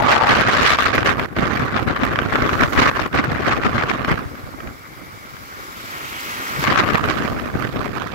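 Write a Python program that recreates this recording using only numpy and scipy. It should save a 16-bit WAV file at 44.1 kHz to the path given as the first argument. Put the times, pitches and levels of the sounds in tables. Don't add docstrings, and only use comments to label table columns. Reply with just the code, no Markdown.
import sys
import numpy as np
from scipy import signal
from scipy.fft import rfft, irfft, next_fast_len
from scipy.io import wavfile
from scipy.ndimage import uniform_filter1d, minimum_filter1d

SR = 44100
rng = np.random.default_rng(int(sys.argv[2]) if len(sys.argv) > 2 else 0)


def log_audio(samples):
    frames = np.atleast_2d(samples).T
    limited = np.clip(frames, -1, 1)
    pcm = np.round(limited * 32767).astype(np.int16)
    wavfile.write(sys.argv[1], SR, pcm)


N = 358974


def from_db(db):
    return np.exp(np.asarray(db) * (np.log(10) / 20))


def rms_one(x):
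    return x / np.sqrt(np.mean(x ** 2) + 1e-20)


def noise(level_db=0):
    return rng.standard_normal((2, N)) * from_db(level_db)


def curves(rows, outside=None):
    time_s, *columns = np.transpose(rows)
    return [np.interp(np.arange(N) / SR, time_s, c, left=outside, right=outside) for c in columns]


def colour(x, tone):
    size = next_fast_len(N)
    pitch_hz, level_db = np.transpose(tone)
    log_hz = np.log(np.arange(size // 2 + 1) * SR / size + 1)
    gain = from_db(np.interp(log_hz, np.log(pitch_hz), level_db, left=-90, right=-90))
    return irfft(rfft(x.astype(np.float32), size) * rms_one(gain).astype(np.float32), size)[..., :N]


def drift(rate_hz):
    pole = np.exp(-16 * np.pi * rate_hz / SR)
    jitter = rng.standard_normal((2, N // 8 + 5001))
    smooth = signal.lfilter([1], [1, -2 * pole, pole * pole], jitter)[:, 5000:]
    return np.repeat(2.16 * np.tanh(rms_one(smooth) / 1.55), repeats=8, axis=1)[:, :N]


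def sides(pan_db):
    pair = from_db(np.clip(pan_db, -25, 25) * np.array([[.5], [-.5]]))
    return pair / np.sqrt(np.mean(pair ** 2, axis=0))


def spell(start_s, length_s, rise_s=0.05, fall_s=0.047):
    t = np.arange(0, N, 16) / SR - start_s
    shape = np.minimum(t / rise_s + .5, (length_s - t) / fall_s + .5)
    return np.repeat(np.clip(shape, 0, 1), repeats=16)[:N]


def clicks(per_s, spread_db):
    hits = rng.random((2, N)) < per_s / SR
    level_db = spread_db * np.minimum(rng.exponential(1, hits.sum()), 4)
    out = np.zeros((2, N))
    out[hits] = from_db(level_db) * rng.choice([-1, 1], hits.sum())
    return rms_one(out)


def patchy(x, depth_db, steps, bins):
    _, _, spectrum = signal.stft(x, nperseg=256)
    patches = uniform_filter1d(rng.standard_normal(spectrum.shape), size=steps, axis=2)
    patches = uniform_filter1d(patches, size=bins, axis=1)
    gain = rms_one(from_db(depth_db * rms_one(patches)))
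    return signal.istft(spectrum * gain, nperseg=256)[1][:, :N]


# time_s, level_db
WASH_LEVELS = [(4.1, -52), (4.3, -55), (5.0, -48), (5.8, -50.5), (6.1, -51), (6.4, -62)]
# pitch_hz, level_db
WASH_TONE = [(1700, -5), (2050, 8), (2350, 9), (2600, -36)]


def wash():
    level_db = curves(WASH_LEVELS, outside=-90)[0]
    return colour(rng.standard_normal(N) * from_db(level_db), WASH_TONE)


# time_s, level_db
SHINGLE_LEVELS = [(5.4, -81), (5.9, -45.5), (6.2, -36.5), (6.62, -36), (6.75, -80)]
# pitch_hz, level_db
SHINGLE_TONE = [(1800, 9), (2600, 7), (3300, 3), (7000, -40), (8500, -25)]


def shingle(water):
    knocks = from_db(-6) * clicks(per_s=650, spread_db=3.5)
    level_db = curves(SHINGLE_LEVELS, outside=-90)[0] + 0.76 * drift(14)[0]
    return colour((water + knocks) * from_db(level_db), SHINGLE_TONE)


# time_s, roar_db, foam_db
SEA_LEVELS = [(0, -44, -64), (1.3, -44, -49.5), (2.0, -45, -54), (2.75, -42, -38), (3.1, -44, -51.5),
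              (4.2, -40, -48), (4.8, -43.5, -48), (5.4, -39, -44.5), (6.3, -30.5, -34),
              (6.63, -26.5, -33.5), (6.7, -46, -39), (7.2, -31.5, -43), (8.14, -55, -51)]
# pitch_hz, level_db
ROAR_TONE = [(60, -22), (250, 6.5), (700, 0.5), (1300, 14), (2200, 1.5), (2800, -29), (5000, -8),
             (9000, -76)]
FOAM_TONE = [(2000, 12.5), (4000, 9), (7200, 4.5), (9200, -2), (12500, 5.5), (16000, 1.5)]


def sea():
    roar_db, foam_db = curves(SEA_LEVELS)
    lag, direct_share = round(0.00037 * SR), 0.88
    surf = rng.standard_normal(N + lag)
    water = np.sqrt(direct_share) * np.array([surf[:N], surf[lag:]]) + np.sqrt(1 - direct_share) * noise()
    roar = colour(water * from_db(roar_db + 0.96 * drift(17)[0]), ROAR_TONE)
    foam = colour(noise(foam_db) * from_db(0.95 * drift(39)), FOAM_TONE)
    return roar + wash() + patchy(foam + shingle(water), depth_db=1.7, steps=25, bins=5)


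# start_s, level_db, pitch_hz, pan_db
THUD_HITS = [(0.285, -11, 317, -2), (0.966, -16, 120, -2), (1.405, -18, 212, 5), (2.021, -11, 245, -2),
             (2.634, -8, 144, 8), (2.765, -9, 120, 0.5), (3.184, -12, 282, -2), (3.274, -15, 144, 2),
             (3.656, -7.5, 216, 0), (4.103, -11, 147, 5), (4.249, -19, 95.5, 1.0), (4.429, -24, 99.6, 1),
             (4.661, -27, 67.3, -1), (6.581, -17.5, 149, -0.5), (6.678, -14.5, 134, -13),
             (7.241, -18, 232, 0.5), (7.602, -25, 240, 1), (7.756, -19, 280, 2.0)]


def thuds(length_s=0.026):
    out = np.zeros((2, N + SR))
    t = np.arange(int(length_s * SR)) / SR
    for start_s, level_db, pitch_hz, pan_db in THUD_HITS:
        phase = rng.uniform(0, 2 * np.pi, (2, 1))
        swing = np.sin(2 * np.pi * pitch_hz * t + phase) * np.hanning(len(t))
        start = round(start_s * SR)
        out[:, start:start + len(t)] += from_db(level_db) * sides(pan_db) * swing
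    return out[:, :N]


# start_s, level_db, pan_db
SLAP_HITS = [(0.308, -7, -6), (0.787, -6, 0), (0.864, -4.5, -2), (0.98, -7, 0), (1.029, -11, -8),
             (1.059, -5, 10), (1.092, -8, -2), (1.196, -12, 5), (1.366, -15.5, -5), (1.963, -14, 7),
             (2.004, -25, 0), (2.034, -7.5, -1), (2.158, -13, -11), (2.189, -5, 4), (2.356, -4, -4.5),
             (2.492, -10, 15), (2.613, -22, -8), (2.635, 0.5, 6), (2.778, -3, -14), (3.129, -17, -16),
             (3.635, -12, 0), (3.666, -7.5, 13), (3.781, -12.5, 5), (3.914, -6, -9), (4.047, -14, 2),
             (4.354, -30, 3), (4.604, -26, -6), (4.673, -23.5, 14), (5.367, -28, 8), (5.525, -29.5, 4),
             (6.64, -12, -4), (6.675, -5.5, 4), (6.758, -7, -2), (6.955, -1, 7), (7.04, -10.5, 3),
             (7.087, -11, -7)]
# pitch_hz, level_db
RASP_TONE = [(300, -10.5), (600, -3.5), (900, -5.5), (1150, 4), (1600, -1.5), (2300, -8.5), (3500, -24),
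             (6000, -83)]
SIZZLE_TONE = [(1500, 11.5), (2800, 4.5), (4500, -2), (7000, -13), (8500, -22.5), (11000, -27)]
CRACKLE_TONE = [(6000, -4), (8000, -0.5), (10000, -1.5), (12500, 6), (16000, -3.5)]


def slaps(fade_s=0.003):
    snaps = np.zeros((2, N))
    for start_s, level_db, pan_db in SLAP_HITS:
        snaps[:, round(start_s * SR)] = from_db(level_db) * sides(pan_db)[:, 0]
    tails = signal.lfilter([1], [1, -np.exp(-1 / (fade_s * SR))], snaps)
    air = tails * noise() + from_db(2) * snaps
    crackle = from_db(-21) * colour(snaps, CRACKLE_TONE)
    return colour(air, RASP_TONE) + from_db(-11) * colour(air, SIZZLE_TONE) + crackle


# pitch_hz, level_db
BOOM_TONE = [(450, -1), (650, -1), (800, 11), (950, 7), (1200, -41)]


def hollow_boom(air, hold_s=0.29, fade_db_per_s=207):
    level_db = -21.5 - fade_db_per_s * np.maximum(np.arange(N) / SR - hold_s, 0)
    return colour(from_db(np.maximum(level_db, -120)) * air, BOOM_TONE)


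# pitch_hz, level_db
THUMP_TONE = [(60, -20.5), (170, -4.5), (250, 2.5), (450, -4.5), (800, -10), (1500, -41)]
RUMBLE_TONE = [(20, -6), (55, 10), (130, 11.5), (200, -4), (400, -30)]


def thumping(thump_db, pan_db, eddies_db):
    pressure = rms_one(noise(0.79 * eddies_db) * from_db(3.26 * drift(25.5)))
    thump = colour(from_db(thump_db) * sides(0.031 * pan_db) * pressure, THUMP_TONE)
    return thump + colour(from_db(0.82 * thump_db - 9) * pressure, RUMBLE_TONE)


# start_s, end_s
HEAD_ON_LEFT = [(-1, 1.45), (6.67, 7.13)]
HEAD_ON_RIGHT = [(-1, 4.21), (6.67, 9)]


def head_on():
    return np.array([sum(spell(start_s, end_s - start_s) for start_s, end_s in port)
                     for port in (HEAD_ON_LEFT, HEAD_ON_RIGHT)])


# time_s, rasp_db, pan_db, thump_db, sizzle_over_rasp_db
STEADY_WIND = [(0, -21.5, 2, -28.5, -8.5), (.45, -15, -1.5, -24.5, -6.5), (.68, -15, -0.5, -25, -1.5),
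               (1.1, -23.5, -2.5, -24.5, -9.5), (1.5, -24, -2, -26.5, -10.5), (2.1, -26.5, 0.5, -27, -12),
               (2.5, -20, -4, -22.5, -9), (3.3, -24.5, 0, -26.5, -11), (4.13, -26, -7, -27, -11.5),
               (4.25, -37.5, -1, -34.5, -11), (4.7, -44.5, -2, -39.5, -24.5), (4.82, -46, 6, -48, -18.5),
               (5.05, -51, -2, -46, -22.5), (6.45, -39, -1, -44.5, -12), (6.6, -34, -11, -33, -2),
               (6.645, -22.5, 7, -32, -2), (6.7, -20, 3, -24, -10.5), (7.15, -23.5, -7.5, -24.5, -9),
               (7.55, -30.5, -8, -27.5, -10), (8.14, -30, -12.5, -30, -6.5)]
# start_s, length_s, rise_db, pan_db
WIND_GUSTS = [(0.054, .12, 7.5, -3), (0.29, 0.053, 6, -1), (0.854, 0.014, 5.5, 2), (1.065, 0.056, 9, 0.5),
              (1.396, 0.13, 4.5, -1), (1.761, 0.012, 9.5, -2), (1.884, 0.034, 6, 3),
              (2.053, 0.071, 3.5, -4), (2.357, 0.076, 2, 0), (2.637, 0.032, 8, 0), (2.759, 0.14, 8.5, 1.5),
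              (2.959, 0.061, 4.5, 3), (3.159, 0.05, 6.5, 0), (3.459, 0.097, 7, 1), (3.636, 0.051, 7.5, 2.5),
              (3.737, 0.11, 5, 3), (3.872, 0.058, 7.5, 6), (4.094, 0.025, 8.5, 7.5),
              (4.587, 0.15, 7.5, -10), (4.99, 0.048, 12, -5), (6.66, 0.075, 7, -3.5), (6.757, 0.063, 13, 2),
              (6.883, 0.029, 3, 9), (6.95, 0.014, 12, 15), (7.094, 0.034, 7.5, 7), (7.233, 0.026, 4.5, 4),
              (7.629, 0.044, 8, 1), (7.756, 0.045, 6, 0)]
# start_s, length_s, fall_db
WIND_DROPS = [(0.77, 0.014, 10), (1.035, 0.013, 9), (1.138, 0.054, 4), (1.264, 0.089, 16),
              (1.846, 0.023, 11), (2.676, 0.053, 6.5), (2.907, 0.048, 7), (3.071, 0.061, 15),
              (3.221, 0.013, 10), (6.746, .014, 6), (6.816, 0.011, 6), (7.055, 0.019, 5.5)]


def wind_levels():
    rasp_db, pan_db, thump_db, bright_db = curves(STEADY_WIND)
    swing_db = np.zeros(N)
    for start_s, length_s, fall_db in WIND_DROPS:
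        swing_db -= fall_db * spell(start_s, length_s, rise_s=0.022, fall_s=0.022)
    for start_s, length_s, rise_db, gust_pan_db in WIND_GUSTS:
        gust = spell(start_s, length_s)
        swing_db += rise_db * gust
        pan_db += gust_pan_db * gust
    sizzle_db = rasp_db + bright_db + 1.39 * swing_db
    return rasp_db + swing_db, pan_db, thump_db + 0.66 * swing_db, sizzle_db


def gale():
    rasp_db, pan_db, thump_db, sizzle_db = wind_levels()
    shared = 0.41
    slow_eddies = np.sqrt(1 - shared) * drift(41) + np.sqrt(shared) * drift(25.8)[0]
    eddies_db = 2.66 * slow_eddies + 3.72 * drift(219)
    air = rms_one(noise(eddies_db))
    facing = head_on()
    snaps = facing * clicks(per_s=110 * from_db(eddies_db), spread_db=4.5)
    rasp = colour(from_db(rasp_db) * sides(pan_db) * (air + from_db(-16) * snaps), RASP_TONE)
    ticks_db = 1.19 * eddies_db + drift(710)
    ticks = rms_one(noise(ticks_db)) + from_db(-12) * snaps
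    sizzle = colour(from_db(sizzle_db) * sides(2.6 * pan_db) * ticks, SIZZLE_TONE)
    top_ticks = rms_one(noise(1.8 * ticks_db) * from_db(4.8 * drift(98))) + from_db(-7.5) * snaps
    crackle = colour(from_db(0.4 * sizzle_db - 39.5) * facing * top_ticks, CRACKLE_TONE)
    thump = thumping(thump_db, pan_db, eddies_db)
    return patchy(rasp + sizzle, depth_db=2.76, steps=7, bins=3) + hollow_boom(air) + crackle + thump


def scene():
    return gale() + slaps() + thuds() + sea() * from_db(-6 * head_on())


def record(dry):
    limit_db, release_db_per_s, lookahead_samples, cutoff_hz = -1.5, 305, 39, 15760
    over_db = np.maximum(20 * np.log10(np.abs(dry) + 1e-9) - limit_db, 0)
    release_db = release_db_per_s * np.arange(N) / SR
    held_db = np.maximum.accumulate(over_db + release_db, axis=1) - release_db
    early_db = -minimum_filter1d(-held_db, size=lookahead_samples)
    duck_db = uniform_filter1d(early_db, size=lookahead_samples // 2)
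    treble_cut = signal.ellip(12, .3, 80, cutoff_hz, fs=SR, output="sos")
    return signal.sosfilt(treble_cut, dry * from_db(-duck_db))


dry = scene()
out = record(dry)
log_audio(out)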